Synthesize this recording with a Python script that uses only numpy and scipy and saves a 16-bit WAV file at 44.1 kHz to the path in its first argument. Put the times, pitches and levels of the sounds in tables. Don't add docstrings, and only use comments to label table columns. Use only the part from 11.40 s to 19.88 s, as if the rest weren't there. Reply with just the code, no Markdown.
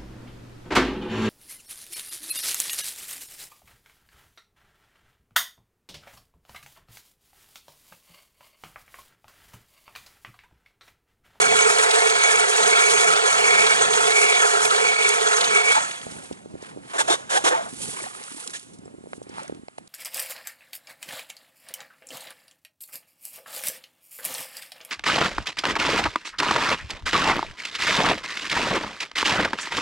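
import sys
import numpy as np
from scipy import signal
from scipy.fft import rfft, irfft
from scipy.io import wavfile

SR = 44100
rng = np.random.default_rng(int(sys.argv[2]) if len(sys.argv) > 2 else 0)


def master(y):
    cut = np.clip(np.atleast_2d(y).T, -1, 1)
    pcm = np.round(cut * 32767)
    wavfile.write(sys.argv[1], SR, pcm.astype(np.int16))


N = 373968
TIME = np.arange(N) / SR


def from_db(db):
    return 10 ** (np.asarray(db) / 20)


def at_level(x, db):
    return x * from_db(db) / np.sqrt(np.mean(x ** 2))


def curve(table):
    hz, value = np.transpose(table)
    return np.interp(np.log(np.arange(N // 2 + 1) * SR / N + 1), np.log(hz + 1), value)


def colour(x, table):
    return irfft(rfft(x) * from_db(curve(table)), N)


def near_pitch(x, hz, width_hz):
    return signal.lfilter(*signal.iirpeak(hz, hz / width_hz, SR), x)


def ring(x, hz, width_hz):
    return at_level(near_pitch(x, hz, width_hz), 0)


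def passband(x, kind, hz, order=2):
    return signal.sosfilt(signal.butter(order, hz, kind, fs=SR, output="sos"), x)


def band(x, kind, hz):
    return at_level(passband(x, kind, hz, order=3), 0)


def wander(per_s):
    steps = rng.standard_normal(size=3000)
    return 1.09 * np.interp(TIME * per_s, np.arange(len(steps)), steps)


def span(start_s, t):
    return slice(int(start_s * SR), int(start_s * SR) + len(t))


def blip(hz, cycles, t):
    return np.e * hz * t / cycles * np.exp(-hz * t / cycles) * np.sin(2 * np.pi * hz * t)


def chips(per_s, spread, flicker_db, flickers_per_s, surge_db):
    draw = rng.random((2, N)) * SR / per_s
    cracks = (draw < 1) * from_db(-spread * np.log(draw + 0.016)) * rng.standard_normal((2, N))
    wobble_db = flicker_db * wander(flickers_per_s) + surge_db * wander(flickers_per_s / 2.5)
    return cracks * from_db(5 * np.tanh(wobble_db / 5))


def loose_pieces(low_hz, high_hz, cycles, spread, count):
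    out = np.zeros(N + SR)
    for when, pitch, size in rng.random((count, 3)):
        hz, start = low_hz * (high_hz / low_hz) ** pitch, int(when * N)
        t = np.arange(int(10 * cycles / hz * SR)) / SR
        out[start:start + len(t)] += from_db(-spread * np.log(size + 0.0077)) * blip(hz, cycles, t)
    return at_level(out[:N], 0)


# (time [s], cutting [dB], blade ring [dB], hole boom [dB], fine chips [dB], ring dip between turns [dB])
TURNS = [(0.15, -23.5, -12, -15.5, -7.5, 4), (0.85, -23.5, -11.5, -14.5, -7, 8),
         (1.47, -23.5, -8.5, -9.5, -7.5, 5), (2.17, -23.5, -4.5, -14, -12.5, 15),
         (2.87, -25, -7, -13, -6, 15), (3.58, -25.5, -7, -13, -7.5, 12), (4.27, -25.5, -6, -15.5, -11, 17)]
# (time [s], half-length [s], treble drop [dB])
SLIPS = [(0.078, 0.0098, 11), (0.753, 0.048, 6.5), (1.062, 0.037, 6), (1.79, 0.036, 6), (2.492, 0.026, 6),
         (2.74, 0.027, 3), (3.29, 0.035, 6), (3.554, 0.038, 9), (3.805, 0.044, 3), (4.1, 0.012, 9),
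         (4.23, 0.012, 12.5)]
SLIP_SHARE = 0.48
BOOM_STOP_S, RING_STOP_S, CRANK_STOP_S = 4.315, 4.35, 4.383
STOP_DROP_DB, COAST_DB_PER_S, CHOKE_DB = 2, 84, 16

def crank():
    def after(moment_s):
        return np.clip((TIME - moment_s) * 100, 0, 1)

    times, *columns = np.transpose(TURNS)
    cut_db, blade_db, hole_db, fine_db, swing_db = (np.interp(TIME, times, c) for c in columns)
    turns_done = np.interp(TIME, times, np.arange(len(times)))
    ring_mute = (1 - np.tanh(2.5 * np.cos(2 * np.pi * turns_done))) / 2
    boom_gap = np.exp(-((TIME - 1.915) / 0.035) ** 4)
    boom_mute = np.maximum(boom_gap, after(BOOM_STOP_S))
    slip_db = sum(drop * np.exp(-((TIME - at) / half_s) ** 2) for at, half_s, drop in SLIPS)
    cut_db -= STOP_DROP_DB * after(CRANK_STOP_S) + COAST_DB_PER_S * np.maximum(TIME - CRANK_STOP_S, 0)
    cut_db -= SLIP_SHARE * slip_db
    fine_db -= (1 - SLIP_SHARE) * slip_db
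    blade_db -= swing_db * ring_mute + CHOKE_DB * after(RING_STOP_S)
    hole_db -= CHOKE_DB * boom_mute
    return cut_db, blade_db, hole_db, fine_db, boom_mute, ring_mute


# (time [s], gritty middle boost [dB], fine chip boost [dB])
BITES = [(0.388, 6, 9), (0.513, 12.5, 12), (0.7, 14, 13), (1.0, 2, 7), (1.234, 13, 5), (1.504, 3, 8),
         (1.706, 8, 7), (1.864, 3, 5.5), (2.27, 6, 4), (2.437, 6, -4), (2.536, 12, 7), (2.955, 9, 9),
         (3.255, 12, 8), (3.309, 11, 10), (3.691, 1, 11.5), (3.875, 9, -6), (4.011, 15, 17.5),
         (4.046, 11, 4), (4.326, 2, 12)]

def blade_bites(half_s=0.0058):
    return sum(np.array(db)[:, None] * np.exp(-((TIME - at) / half_s) ** 2) for at, *db in BITES)


# (frequency [Hz], level [dB])
CHIP_TONE = [(190, -62), (330, -25.5), (436, 5.5), (611, -10), (708, -7.5), (935, -3.5), (1350, -8),
             (2040, -7), (2220, -11.5), (2650, -12.5), (4840, -16.5), (6680, -11.5), (11000, -13.5),
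             (14300, -107)]

def shaved_ice(cracks, grit_db, fine_db, boom_mute, ring_mute):
    coarse = band(colour(cracks, CHIP_TONE), "low", 8250)
    grit = passband(coarse, "band", (2600, 5200))
    coarse += grit * (from_db(grit_db + 3.1 * wander(60)) - 1)
    coarse -= boom_mute * near_pitch(coarse, 440, width_hz=220)
    coarse -= 0.5 * ring_mute * near_pitch(coarse, 2240, width_hz=300)
    crunch = chips(17000, spread=6.0, flicker_db=5.6, flickers_per_s=75, surge_db=2.8)
    fine = band(colour(crunch, CHIP_TONE), "high", 5000) * from_db(fine_db + 2.03 * wander(36))
    return from_db(-3.5) * coarse + fine, crunch


# (pitch [Hz], width [Hz], level [dB])
SCREW_NOTES = [(704, 42, -9.5), (1335, 120, -8), (3330, 80, -14.5), (3800, 150, -20), (4250, 100, -19),
               (5870, 80, -23), (6460, 45, -9.5), (6900, 130, -13), (7570, 950, -13), (7900, 220, -14)]
LINGER_DB_PER_S = 35

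def steel_screw(shake):
    notes = sum(from_db(db + 3.6 * wander(35) + 0.33 * wander(5.92)) * ring(shake, hz, width_hz)
                for hz, width_hz, db in SCREW_NOTES)
    linger = from_db(LINGER_DB_PER_S * np.maximum(TIME - CRANK_STOP_S, 0))
    return notes + passband(notes, "high", 2600) * (linger - 1)


def singing_blades(cracks, db, pitches_hz=(2227, 2267)):
    return sum(from_db(db - 3 + 2.9 * wander(19)) * ring(cracks, hz, width_hz=40) for hz in pitches_hz)


def hole_boom(cracks, db, hz=431):
    return from_db(db + 0.5 * wander(24)) * ring(ring(cracks, hz, width_hz=38), hz, width_hz=86)


def auger():
    cut_db, blade_db, hole_db, fine_db, boom_mute, ring_mute = crank()
    grit_db, fine_boost_db = blade_bites()
    cracks = chips(15000, spread=1.4, flicker_db=1.64, flickers_per_s=120, surge_db=0.33)
    out, crunch = shaved_ice(cracks, grit_db, fine_db + fine_boost_db, boom_mute, ring_mute)
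    shake = from_db(0.42 * grit_db) * (at_level(cracks[0], 0.84) + at_level(crunch[0], 0))
    out[0] += from_db(-4) * steel_screw(shake)
    out[0] += singing_blades(cracks[0], blade_db)
    out[0] += from_db(-11) * loose_pieces(1528, 8550, cycles=13.8, spread=2.3, count=2000)
    out[0] += hole_boom(cracks[0], hole_db)
    return from_db(cut_db) * out


# (time [s], level [dB])
GUSTS = [(0.0, -53), (1.49, -54), (2.38, -47.5), (2.95, -58), (4.44, -51.5), (6.14, -53), (6.52, -48),
         (6.78, -58.5), (8.08, -53.5), (8.48, -63)]
# (frequency [Hz], level [dB])
WIND_TONE = [(20, -64), (60, -11), (130, -0.5), (250, 1), (450, -7), (800, -14), (1500, -30.5)]
# (frequency [Hz], level [dB])
HUSH_TONE = [(100, -24), (500, -15), (1200, -10), (5800, -21.5), (7500, -12), (11000, -15)]

def wind():
    flutter_db = np.interp(TIME, *np.transpose(GUSTS)) + 3.1 * wander(14) + 1.6 * wander(45)
    rumble = at_level(colour(rng.standard_normal((2, N)), WIND_TONE), 0)
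    hush = at_level(colour(rng.standard_normal((2, N)), HUSH_TONE), -62)
    return rumble * from_db(flutter_db) + hush


# (frequency [Hz], level [dB])
SCRAPE_TONE = [(120, -55), (200, -28), (325, 0), (715, 4.5), (1380, 0.5), (1630, 0.5), (2430, -10.5),
               (3580, -11), (4600, -19.5), (6650, -11), (11000, -17.5), (13000, -90)]
# (time [s], length [s], start level [dB], end level [dB], fine chips [dB], hollow [Hz], hollow [dB])
PULLS = [(4.348, 0.035, -40, -36.5, -17, 876, 9.5), (5.53, 0.042, -35.5, -31, -9, 680, -14),
         (5.58, 0.036, -29.5, -28.5, 1, 1600, -5), (5.674, 0.066, -26, -36, -7.5, 740, -31),
         (5.696, 0.058, -24.5, -32.5, -3.5, 3600, -2), (5.892, 0.086, -34, -23, -2, 1530, -10),
         (6.039, 0.048, -23, -23, -2.5, 730, -32), (6.102, 0.057, -25.5, -29.5, -48, 940, -36),
         (6.161, 0.13, -45.5, -63.5, -13, 678, 12), (7.13, 0.041, -46, -50, 10.5, 1720, -6)]
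GRAB_S, LET_GO_DB_PER_S = 0.0085, 1000
TRICKLE_S, TRICKLE_DB, TRICKLE_DB_PER_S = 0.21, -15.5, 51

def screw_scrapes():
    cracks = chips(9000, spread=1.16, flicker_db=0.93, flickers_per_s=160, surge_db=0.54)
    coarse = band(colour(cracks, SCRAPE_TONE), "low", 5900)
    coarse += from_db(-6.5) * loose_pieces(451, 2590, cycles=6.2, spread=1.8, count=1500)
    crunch = chips(25000, spread=1.8, flicker_db=1.0, flickers_per_s=100, surge_db=0.1)
    fine = band(colour(crunch, SCRAPE_TONE), "high", 3340)
    out = np.zeros((2, N))
    for at, length, start_db, end_db, fine_db, hz, hollow_db in PULLS:
        t = np.arange(int((length + TRICKLE_S) * SR)) / SR
        part = span(at, t)
        since_end = np.maximum(t - length, 0)
        drop_db = np.maximum(-LET_GO_DB_PER_S * since_end, TRICKLE_DB - TRICKLE_DB_PER_S * since_end)
        fades = np.clip(np.minimum(t / GRAB_S, 3 * t[::-1] / TRICKLE_S), 0, 1)
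        loudness = fades * from_db(np.interp(t, [0, length], [start_db, end_db]) + drop_db)
        hollow = from_db(hollow_db - LET_GO_DB_PER_S * since_end) * ring(cracks[0, part], hz, 0.07 * hz)
        scrape = from_db(-4) * coarse[:, part] + from_db(fine_db) * fine[:, part]
        out[:, part] += loudness * (scrape + hollow)
    return out


# (time [s], hold [s], crumb level [dB], spray level [dB])
SLIDES = [(4.465, 0.4, -49.5, -41.5), (4.95, 0.027, -58, -59), (5.24, 0.017, -51, -53),
          (5.284, 0.021, -58, -55), (5.5, .04, -48, -47.5), (6.293, 0.092, -54.5, -39),
          (6.426, 0.12, -48.5, -30.5), (6.585, 0.078, -44, -36.5), (6.767, 0.16, -50, -40.5),
          (6.963, .015, -62, -44), (7.002, 0.019, -52, -35.5), (7.048, 0.069, -52.5, -52),
          (7.185, 0.018, -64, -44.5), (7.72, 0.02, -71, -50.5), (7.966, 0.06, -45, -52.5)]
# (frequency [Hz], level [dB])
CRUMB_TONE = [(300, -25), (800, 2.5), (2000, -0.5), (4000, -6), (8000, -11.5)]
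# (frequency [Hz], level [dB])
SPRAY_TONE = [(2500, -4.5), (5000, -7), (8500, 2.5), (11000, 0.5)]
SWELL_DB_PER_S, SAG_DB_PER_S, FADE_DB_PER_S = 194, 10, 145

def sliding_slush():
    power = 0
    for at, hold, *levels_db in SLIDES:
        shape_db = -SWELL_DB_PER_S * np.maximum(at - TIME, 0)
        shape_db -= SAG_DB_PER_S * np.clip(TIME - at, 0, hold)
        shape_db -= FADE_DB_PER_S * np.maximum(TIME - at - hold, 0)
        power += from_db(shape_db + np.array(levels_db)[:, None]) ** 2
    crumb_gain, spray_gain = np.sqrt(power)
    patter = chips(8000, spread=1.1, flicker_db=2.7, flickers_per_s=120, surge_db=0.74)
    crumbs = band(colour(patter, CRUMB_TONE), "high", 250)
    crumbs += from_db(-3.5) * loose_pieces(353, 2310, cycles=2.0, spread=3.5, count=1400)
    hiss = chips(20000, spread=3.4, flicker_db=2.2, flickers_per_s=110, surge_db=2.3)
    spray = band(colour(hiss, SPRAY_TONE), "high", 3000)
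    return crumb_gain * crumbs + spray_gain * spray


# (time [s], level [dB], brightest at [Hz], fade time [s])
TICKS = [(4.511, -31, 2220, 0.0045), (4.615, -40, 3520, 0.0043), (4.712, -41.5, 5940, 0.012),
         (4.926, -40, 5000, 0.0055), (5.222, -47.5, 6000, .012), (6.83, -36, 8000, .002),
         (6.838, -34, 6560, .002), (6.921, -37, 7000, .003), (7.075, -25, 7140, 0.0028),
         (7.097, -29, 6000, .001), (7.104, -37, 8500, 0.011), (7.195, -35.5, 9400, 0.004),
         (7.212, -47, 7950, .002), (7.229, -41, 8000, .002), (7.333, -51, 8000, 0.024),
         (7.386, -50, 8000, .004), (7.479, -48.5, 955, 0.0026), (7.732, -36, 1400, 0.0028),
         (7.828, -49, 8500, 0.0095), (7.892, -46, 6000, 0.0062), (8.032, -37.5, 9000, 0.0034),
         (8.079, -37, 9500, 0.0022), (8.148, -42, 6000, 0.0011), (8.283, -43, 2600, 0.0022),
         (8.38, -46.5, 2400, 0.005), (8.381, -43, 9000, .005), (8.475, -46, 6000, 0.0036)]

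def crust_ticks(snap_s=0.00036):
    out, t = np.zeros((2, N + SR)), np.arange(SR // 10) / SR
    for at, db, hz, fade_s in TICKS:
        hiss = rng.standard_normal((2, len(t)))
        loudness = from_db(db) * np.minimum(t / snap_s, 1) * np.exp(-t / fade_s)
        out[:, span(at, t)] += loudness * ring(ring(hiss, hz, width_hz=hz), hz, width_hz=1.8 * hz)
    return out[:, :N]


# (time [s], level [dB], pitch [Hz])
CREAKS = [(4.667, -28, 510), (4.912, -25, 421), (4.924, -33, 204), (5.059, -32, 390), (5.141, -29.5, 268),
          (5.154, -29, 396), (5.227, -32, 425), (5.363, -32, 348), (5.373, -31, 400), (6.328, -33, 230),
          (6.336, -34, 262), (6.486, -35, 200), (7.391, -35, 216), (7.432, -37, 264), (7.458, -35, 396),
          (7.478, -37.5, 440), (7.541, -35, 298), (7.548, -38, 350), (7.585, -35, 300), (7.639, -35, 350),
          (7.659, -41, 600), (7.671, -34, 398), (7.732, -29.5, 540), (7.78, -35, 302), (7.817, -30.5, 453),
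          (7.868, -36.5, 350), (7.896, -34, 352), (7.983, -25.5, 935), (8.097, -24.5, 424),
          (8.124, -26.5, 351), (8.15, -39, 299), (8.284, -32.5, 630), (8.384, -29, 690)]
# (start [s], end [s])
SHUFFLES = [(4.64, 4.8), (7.203, 8.9)]
FAINT_MAX_DB, FAINT_HZ = -36, 244

def boot_creaks():
    faint = [(start + (end - start) * when, FAINT_MAX_DB - 5 * softness, FAINT_HZ * (0.8 + 0.4 * pitch))
             for start, end in SHUFFLES for when, softness, pitch in rng.random((7, 3))]
    out, t = np.zeros((2, N + SR)), np.arange(SR // 10) / SR
    for at, db, hz in CREAKS + faint:
        out[0, span(at, t)] += from_db(db) * blip(hz, cycles=0.36, t=t)
    return out[:, :N]


# (time [s], level [dB], pitch [Hz], ring [cycles])
SPLATS = [(5.559, -34, 394, 0.92), (5.605, -21.5, 890, 2.7), (5.684, -22.5, 687, 3.4),
          (5.702, -19.5, 363, 1.3), (5.735, -27, 447, 1.8), (5.972, -21.5, 807, 4.3),
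          (6.04, -23.5, 350, 0.95), (6.062, -31, 700, 11), (6.118, -29, 511, 5.1), (6.131, -31, 1800, 6.5),
          (6.148, -27, 880, 3.5), (6.438, -43, 420, 1.5), (6.486, -33, 440, 0.73), (6.569, -36, 1010, 1.8),
          (6.572, -36, 2270, 2.5), (6.604, -35, 2250, 3), (6.604, -39, 520, 1.4), (6.618, -41, 330, 1),
          (6.665, -38.5, 764, 3.4), (6.709, -45, 1200, 3), (6.748, -40, 1260, 2), (6.882, -43, 1330, 1.6),
          (6.916, -39, 270, 0.64), (6.945, -39, 270, 0.59), (6.965, -42, 307, 1.3), (7.078, -42, 250, 0.65),
          (7.039, -43, 1380, 2.5), (7.453, -58, 5360, 14), (7.453, -48, 7700, 15)]

def wet_lumps():
    out, t = np.zeros((2, N)), np.arange(SR // 10) / SR
    for at, db, hz, cycles in SPLATS:
        out[0, span(at, t)] += from_db(db) * blip(hz, cycles, t)
    return out


# (frequency [Hz], phase lead [radians])
LEFT_LEAD = [(40, 0.34), (170, 1.6), (300, 2.11), (900, 2.45), (1600, 2.46), (2600, 2.31), (4200, 1.99),
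             (6500, 1.56), (11000, 1.16)]
# (frequency [Hz], left minus right [dB])
LEFT_LEVEL = [(60, -3), (190, 1), (340, -4.5), (620, -2.5), (1980, -1.5), (3540, -2.5), (6340, -4.0),
              (11400, -6)]
# (frequency [Hz], level [dB])
UNSHARED = [(50, 0), (200, -5), (420, -19), (2300, -16), (3000, -11), (5000, -9), (7000, -11), (11000, -9)]

def microphone_openings(x):
    shared, apart = rfft(x[0]), rfft(x[1]) * from_db(curve(UNSHARED))
    left_shift = from_db(curve(LEFT_LEVEL)) * np.exp(1j * curve(LEFT_LEAD))
    gain = 2 / np.abs(1 + left_shift)
    return irfft(gain * np.array([left_shift * (shared + apart), shared - apart]), N)


def scene():
    ice_work = auger() + screw_scrapes() + sliding_slush() + wet_lumps()
    return microphone_openings(ice_work + boot_creaks() + crust_ticks() + wind())


def record(dry):
    rounded = 0.85 * np.tanh(passband(dry, "high", 45) / 0.85)
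    return signal.sosfilt(signal.ellip(16, 0.3, 70, 11030, fs=SR, output="sos"), rounded)


dry = scene()
out = record(dry)
master(out)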